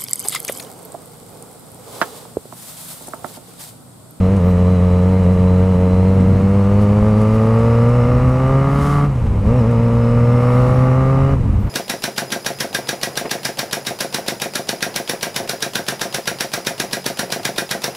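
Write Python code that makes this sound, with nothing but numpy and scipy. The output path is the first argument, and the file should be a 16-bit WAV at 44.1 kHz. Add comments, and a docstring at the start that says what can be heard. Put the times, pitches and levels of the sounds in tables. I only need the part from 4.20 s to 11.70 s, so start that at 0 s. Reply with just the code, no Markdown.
"""A low exhaust boom, nudged by small jolts, is heard from the helmet of a four-cylinder motorcycle's rider.
The bike accelerates along a street, shifts up near 5 s, pulls again and pops as the throttle shuts.
Each firing is a pressure pulse: the silencer passes a smooth boom, while resonances of the pipes
and airbox give bark, growl and rasp. Valves clatter and meshing gear teeth whine.
Turbulent air buffets the microphone and hisses; the mount rattles and a brake squeals thinly."""
import sys
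import numpy as np
from scipy import signal
from scipy.fft import rfft, irfft, next_fast_len
from scipy.io import wavfile
from scipy.ndimage import uniform_filter1d

SR = 44100
rng = np.random.default_rng(int(sys.argv[2]) if len(sys.argv) > 2 else 0)


def dump_mix(stems):
    """Bounce the given channels to the path in sys.argv[1] as a 16-bit WAV at rate SR."""
    frames = np.atleast_2d(stems).T  # one column per channel
    limited = np.clip(frames, -1, 1)  # hard clip at full scale
    pcm = np.round(limited * 32767).astype(np.int16)
    wavfile.write(sys.argv[1], SR, pcm)


N = 330646
T = np.arange(N) / SR

# engine speed through two gears: (time [s], firing rate [Hz])
FIRING_RATE = [(0, 92.96), (0.328, 89.16), (1.791, 92), (2.131, 94.8), (2.793, 103.8), (3.199, 110.1),
               (3.93, 122.9), (4.723, 143.7), (4.87, 144.7), (4.92, 131.9), (5.116, 101.0), (5.251, 100.7),
               (5.311, 115.7), (5.937, 117.4), (6.722, 129.6), (7.138, 136.9), (7.267, 107.2),
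               (7.439, 98.9)]
# pull with the throttle open: (time [s], relative exhaust bark [dB], relative intake rasp [dB])
ENGINE_LOAD = [(0.0, -21, -34), (1.9, -20, -34.5), (2.2, -22.5, -32), (3.4, -19, -26), (3.9, -20.5, -25),
               (4.05, -24.5, -25), (4.3, -20.5, -24.5), (4.75, -28.5, -21), (5.3, -21.5, -30),
               (5.7, -23, -31.5), (6.35, -20, -22), (7.1, -23.5, -26.5), (7.5, -30.5, -32)]
# cylinders in firing order: (relative strength deviation [1], pipe delay at a spread of 1 [s])
CYLINDERS = [(1.0, .00012), (0.12, -.00006), (0.52, .00002), (-0.049, -.00012)]
# jolts that wind up the drive train: (time [s], jump in firing rate [Hz])
JOLTS = [(.16, 7), (.525, 2.23), (0.902, 2.63), (.99, 4.4), (1.499, 1.63), (1.86, 1.43), (1.954, 2.46),
         (2.379, 1.8), (2.611, 1.2), (2.878, 2.292), (3.772, 2.47), (5.38, 10.2)]
# throttle shut, to shift up and to slow down: (closing time [s], opening time [s])
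COASTS = [(4.866, 5.25), (7.15, 7.7)]
# unburnt fuel igniting in the pipe: (time [s], level [dB])
POPS = [(5.028, -39), (5.066, -26), (5.122, -51), (7.47, -27)]
# wind gusts: (time [s], duration [s], relative rumble [dB], relative flutter [dB])
GUSTS = [(2.099, 0.45, -36, -15.5), (2.81, .15, -21, -33), (4.001, .35, -22, -18), (4.546, 1, -27.5, -22.5),
         (5.215, .6, -19, -26.5), (6.497, 0.44, -28, -23), (7.354, 0.87, -20, -24.5)]
# rushes of air, brief swishes and longer swells of hiss: (time [s], duration [s], level [dB])
RUSHES = [(2.627, 0.086, -49), (3.01, 0.097, -51), (3.15, 0.066, -53), (3.303, 1.54, -55.5),
          (4.661, 0.48, -42), (6.42, .9, -49.5)]
# light rattles of the mount: (time [s], level [dB])
RATTLES = [(.165, -44), (2.005, -46), (2.791, -51), (3.015, -45), (3.39, -48), (3.69, -46), (4.09, -51),
           (5.39, -49), (5.51, -48)]

# responses of the engine's parts: (frequency [Hz], relative level [dB])
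SILENCER_RESPONSE = [(90, -15), (115, -15.5), (125, -13.6), (145, -17), (180, -16), (195, -16), (212, -16),
                     (240, -20.5), (270, -24), (290, -29.5)]
PIPE_RESPONSE = [(190, -27), (275, 0.5), (305, 1.5), (355, -8.5), (400, 3.5), (460, 8), (500, 8), (560, 2),
                 (640, -1.5), (720, -8.5), (820, -13), (930, -7), (1020, -20)]
HEADER_RESPONSE = [(420, -26), (530, 8.5), (620, -5), (700, -12.5), (770, -5.5), (840, 1.5), (910, -16)]
AIRBOX_RESPONSE = [(450, -29.5), (700, -3), (800, 0.5), (930, -12), (1050, 0), (1190, 10), (1350, 1.5),
                   (1520, -11.5), (1750, -11), (2150, -13), (2450, -36.5), (2850, -46.5), (3200, -42)]
GEARCASE_RESPONSE = [(4000, -58.5), (4400, -64), (4700, -67), (4870, -69), (5080, -64.5), (5300, -64.5),
                     (5600, -69), (5900, -84)]
# spectra of valve and air noise: (frequency [Hz], relative level [dB])
CLATTER_SPECTRUM = [(400, -7), (1000, 4.5), (1600, -8.5), (2100, -8), (2500, -11.5), (2900, -14.5),
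                    (3300, -29), (3950, -21), (4400, -27), (5000, -23.5)]
RUMBLE_SPECTRUM = [(15, -12), (35, -2), (65, 1), (90, 1), (130, -14)]
FLUTTER_SPECTRUM = [(70, -17.5), (110, -1.5), (170, -1.5), (240, -5), (290, -12.5), (380, -18),
                    (700, -28.5)]
HISS_SPECTRUM = [(1500, 1), (3000, 8.5), (3400, 4), (4050, 1.5), (5000, -2.5), (7500, -1), (8000, 3.5),
                 (8500, -3.5), (9200, -1), (9600, -1.5), (11500, -7.5), (15000, -14.5)]
SWISH_SPECTRUM = [(1500, -8), (2700, 4), (4500, 2), (7000, -2), (9000, -3), (10000, 1), (11000, -7),
                  (15000, -10)]

JOLT_RISE_S, JOLT_RING_HZ, JOLT_DECAY_S = .11, 7.6, .11
# level changes with the throttle shut
SHUT_TONE_DB, SHUT_OCTAVE_DB, SHUT_BARK_DB, SHUT_RASP_DB, SHUT_HISS_DB = -5, -13, -7, -15.5, -1.5
# relative levels of the steady wind, which grows as the ride goes on
RUMBLE_DB, FLUTTER_DB, WIND_DB_PER_S = -29, -24, 0.2054
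HISS_DB, HISS_DB_PER_S = -48.5, -0.51


def exhaust_boom(turns, hz, revs, shut, lag_s=0.032):
    """Acoustic filtering: the firing tone and its octave sweep through the silencer's response."""
    memory = np.exp(-1 / (lag_s * SR))
    lagged_shut = signal.lfilter([1 - memory], [1, -memory], shut)  # the boom dies later than the bark
    tone_db, octave_db = np.interp([hz, 2 * hz], *np.transpose(SILENCER_RESPONSE))
    waver_db = 1.45 * revs * wander(4.4)
    tone_db += SHUT_TONE_DB * lagged_shut + waver_db + 0.37
    octave_db += SHUT_OCTAVE_DB * shut + 0.3
    angle = 2 * np.pi * turns
    boom = amp(tone_db) * np.cos(angle) + amp(octave_db) * np.cos(2 * angle + 0.14)
    return -np.sqrt(2) * (1 + 0.054 * wander(24)) * boom


def exhaust_bark(turns, revs, shut, bark_db):
    """Pipe resonance: sharp pulses ring the exhaust; off the throttle, turbulence makes it burble."""
    pulses = firings(turns, uneven=0.06 + 0.12 * revs, scatter=0.15, jitter_s=.00003, spread=.5)
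    roughness = .09 + .4 * shut
    drive = (1 - roughness) * pulses + roughness * puffs(turns, decay_cycles=0.96, steady=0.23)
    return -amp(bark_db - 1.32) * colour(drive, PIPE_RESPONSE)


def intake_rasp(turns, revs, rasp_db):
    """Cavity resonance: gulps of air ring the airbox, more unevenly as the revs rise."""
    turns = turns + 0.3886  # the gulps fall between the exhaust beats
    drive = firings(turns, uneven=.4 + .55 * revs, scatter=.13, jitter_s=.00002, spread=.7)
    drive += (.36 - .24 * revs) * puffs(turns, decay_cycles=.6, steady=.3)
    return amp(rasp_db - 5.0) * reflected(colour(drive, AIRBOX_RESPONSE), delay_s=0.00426, echo_db=-14)


def header_growl(turns, revs, bark_db):
    """Modulation: two cylinder pairs push in turn in the headers, adding lines between the harmonics."""
    pulses = firings(turns, uneven=.2 * revs, scatter=0.086, jitter_s=.00002, spread=0.36)
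    push_pull = pulses * np.cos(np.pi * turns)
    return amp(bark_db - 11) * np.clip(2.0 * revs, .2, 1) * colour(push_pull, HEADER_RESPONSE)


def afterfire(decay_s=0.013):
    """Transient excitation: short bursts of burning gas ring the exhaust pipe."""
    return bursts(POPS, decay_s) * colour(noise(), [(200, -9), (480, 2), (1200, -10), (2500, -26)])


def firings(turns, uneven, scatter, jitter_s, spread):
    """A quasi-periodic pulse train: cylinders and their pipes differ, and no two burns are alike."""
    onsets = np.flatnonzero(np.diff(np.floor(turns)))
    strength_error, timing_error = rng.standard_normal((len(onsets), 2)).T
    imbalance, travel = np.resize(CYLINDERS, (len(onsets), 2)).T
    delay_s = spread * travel + timing_error * jitter_s
    arrivals = np.clip(onsets + np.round(delay_s * SR).astype(int), 0, N - 1)
    pulses = np.zeros(N)
    pulses[arrivals] = 1 + uneven[onsets] * imbalance + scatter * strength_error
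    return unit(pulses)


def puffs(turns, decay_cycles, steady):
    """Pulsed turbulence: noise leaps at each firing and decays towards a steady floor."""
    return unit((steady + np.exp(-(turns % 1) / decay_cycles)) * noise())


def drive_train_rocking(time_s, jump_hz):
    """Damped oscillation: a jolt lifts the revs, then the chain and its rubber damper rock to rest."""
    age_s = np.maximum(T - time_s, 0)
    rise = np.where(T < time_s, swell(time_s, 2 * JOLT_RISE_S), 1)
    return jump_hz * rise * np.cos(2 * np.pi * JOLT_RING_HZ * age_s) * np.exp(-age_s / JOLT_DECAY_S)


def throttle_shut(close_s=0.03, open_s=0.058):
    """Throttling of the airflow: 0 under power, 1 coasting; the grip snaps shut and rolls open."""
    return sum(np.clip(np.minimum((T - closes) / close_s, (opens - T) / open_s) + .5, 0, 1)
               for closes, opens in COASTS)


def valve_clatter(turns, load_db):
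    """Impact noise: the valves clatter in step with the firings, louder under load."""
    rattle = puffs(turns, decay_cycles=1, steady=0.52)
    return amp(-36.0 + 0.35 * load_db) * colour(rattle, CLATTER_SPECTRUM)


def gear_whine(hz, shut, load_db, spin_up, teeth_per_firing=44):
    """Forced vibration: the primary gear's meshing teeth drive the housing while the throttle is open."""
    mesh_hz = teeth_per_firing * hz
    housing_db = np.interp(mesh_hz, *np.transpose(GEARCASE_RESPONSE))
    bite_db = -6 * np.clip(spin_up / 100, 0, 1)  # the teeth run light while the revs fly up
    whine_db = housing_db + 0.76 * load_db + bite_db + 1.2 * wander(6.6)
    whine = amp(whine_db) * whistle(mesh_hz, width_hz=95)
    subharmonic = amp(-57.0) * whistle(mesh_hz / 2, width_hz=74)
    cover_ring = amp(-62.5 + 0.24 * load_db) * whistle(2920, width_hz=53)
    snarl = amp(-62.0 + 1.03 * load_db) * whistle(2100, width_hz=130)  # an edge at full throttle
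    return (1 - shut) * (whine + subharmonic + cover_ring + snarl)


def wind_buffeting():
    """Turbulent pressure at the microphone: airstream and gusts are incoherent, so their powers add."""
    power = amp(np.array([[RUMBLE_DB], [FLUTTER_DB]]) + WIND_DB_PER_S * T) ** 2
    for time_s, length_s, gust_rumble_db, gust_flutter_db in GUSTS:
        power += amp([[gust_rumble_db], [gust_flutter_db]]) ** 2 * swell(time_s, length_s)
    rumble_db, flutter_db = 10 * np.log10(power)
    rumble = amp(rumble_db + 2.3 + 0.34 * wander(18)) * colour(noise(), RUMBLE_SPECTRUM)
    flutter = amp(flutter_db - 2.2 + 0.4 * wander(14)) * colour(noise(), FLUTTER_SPECTRUM)
    return rumble + flutter


def air_hiss(shut):
    """Broadband flow noise: the hiss of air and tyres slowly recedes, with swishes and longer swells."""
    hiss_db = HISS_DB + HISS_DB_PER_S * T + SHUT_HISS_DB * shut + .5 * wander(40)
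    hiss = amp(hiss_db) * colour(noise(), HISS_SPECTRUM)
    rushes = sum(amp(db) * swell(time_s, length_s) for time_s, length_s, db in RUSHES)
    return hiss + rushes * amp(1.5 * wander(60)) * colour(noise(), SWISH_SPECTRUM)


def mount_rattles(decay_s=.008):
    """Damped impacts: the mount gives light, bright ticks."""
    bright_noise = colour(noise(), [(2000, -24), (6000, 8), (10000, 9), (14000, -23)])
    return bursts(RATTLES, decay_s) * bright_noise


def sizzle():
    """Band-limited noise: a brief, very high sizzle near the start."""
    return amp(-55) * swell(.28, 0.14) * whistle(14700, width_hz=1200)


def brake_squeal():
    """Friction-driven vibration: a thin squeal falls in pitch as the bike slows."""
    pitch_hz = np.interp(T, [7.3, 7.5], [12400, 11850])
    return amp(-61) * swell(7.44, 0.32) * whistle(pitch_hz, width_hz=130)


def reflected(x, delay_s, echo_db):
    """Comb filtering: one short reflection makes overtones wax and wane as the revs sweep."""
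    return unit(x + amp(echo_db) * np.interp(T - delay_s, T, x, left=0))


def colour(x, points, size=8192):
    """Minimum-phase filtering by a spectrum that falls steeply above its last point; output rms is 1."""
    hz, db = np.transpose(points)
    f = np.fft.rfftfreq(size, 1 / SR) + 1
    gain = amp(np.interp(np.log(f), np.log(hz), db)) * np.minimum(hz[-1] / f, 1) ** 2
    cepstrum = irfft(np.log(gain))
    cepstrum[1:size // 2] *= 2  # folding the cepstrum makes the filter causal
    cepstrum[size // 2 + 1:] = 0
    impulse_response = irfft(np.exp(rfft(cepstrum)))[:size // 2]
    return unit(signal.oaconvolve(x, impulse_response)[:N])


def whistle(hz, width_hz):
    """Quadrature modulation: a narrow band of noise follows a pitch."""
    angle = 2 * np.pi * np.cumsum(hz * np.ones(N)) / SR
    return unit(wander(width_hz) * np.cos(angle) + wander(width_hz) * np.sin(angle))


def wander(rate_hz):
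    """Low-pass noise: a random fluctuation of rms 1, up to about this rate."""
    size = next_fast_len(N)
    rolloff = np.exp(-(np.fft.rfftfreq(size, 1 / SR) / rate_hz) ** 2)
    return unit(irfft(rfft(rng.standard_normal(size)) * rolloff, size)[:N])


def noise():
    """Gaussian white noise."""
    return rng.standard_normal(N)


def bursts(events, decay_s):
    """Exponential decay after each sudden onset."""
    return sum(amp(db) * (T > time_s) * np.exp(-abs(T - time_s) / decay_s) for time_s, db in events)


def swell(centre_s, length_s):
    """A raised-cosine envelope around a moment."""
    return np.cos(np.pi * np.clip((T - centre_s) / length_s, -.5, .5)) ** 2


def curves(rows):
    """Linear interpolation of a table's columns over time."""
    times, *columns = np.transpose(rows)
    return [np.interp(T, times, column) for column in columns]


def amp(db):
    """Decibels to amplitude ratio."""
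    return 10 ** (np.asarray(db) / 20)


def unit(x):
    """Normalisation to rms 1."""
    return x / np.sqrt(np.mean(x ** 2) + 1e-20)


def scene():
    """Superposition: the sources ride with the microphone, so both channels are nearly alike."""
    hz = curves(FIRING_RATE)[0] + sum(drive_train_rocking(*jolt) for jolt in JOLTS)
    hz *= 1 + .0035 * wander(14)  # the crank never turns quite evenly
    turns = np.cumsum(hz) / SR  # phase, one cycle per firing
    revs = np.clip((hz - 90) / 55, 0, 1)  # 0 when cruising, 1 at the top of the gear
    spin_up = uniform_filter1d(np.gradient(hz) * SR, size=4000)  # [Hz/s]
    shut = throttle_shut()
    bark_db, rasp_db = curves(ENGINE_LOAD)
    bark_db += SHUT_BARK_DB * shut
    rasp_db += SHUT_RASP_DB * shut
    load_db = rasp_db + 36
    # at low revs each nudge of throttle barks
    surge_db = 1.2 * np.tanh(spin_up / 30) * np.clip(1 - 4 * revs, 0, 1) * (1 - shut)
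    mix = exhaust_boom(turns, hz, revs, shut) + exhaust_bark(turns, revs, shut, bark_db + surge_db)
    mix += intake_rasp(turns, revs, rasp_db + surge_db)
    mix += header_growl(turns, revs, bark_db) + afterfire()
    mix += wind_buffeting() + air_hiss(shut)
    mix += valve_clatter(turns, load_db) + gear_whine(hz, shut, load_db, spin_up)
    mix += mount_rattles() + sizzle() + brake_squeal()
    side = amp(-48.5) * colour(noise(), RUMBLE_SPECTRUM)  # a trace of rumble differs between the ears
    return np.array([mix - side, mix + side])


def record(dry):
    """Band limiting: a steep low-pass cuts the top treble, and both ends fade briefly."""
    cutoff_hz, fade_s = 15300, .003
    low_pass = signal.firwin(1023, cutoff_hz, window=("kaiser", 9), fs=SR)
    fade = np.minimum(np.minimum(T, T[::-1]) / fade_s, 1)
    return signal.oaconvolve(dry, low_pass[None], "same", axes=1) * fade


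dry = scene()
out = record(dry)
dump_mix(out)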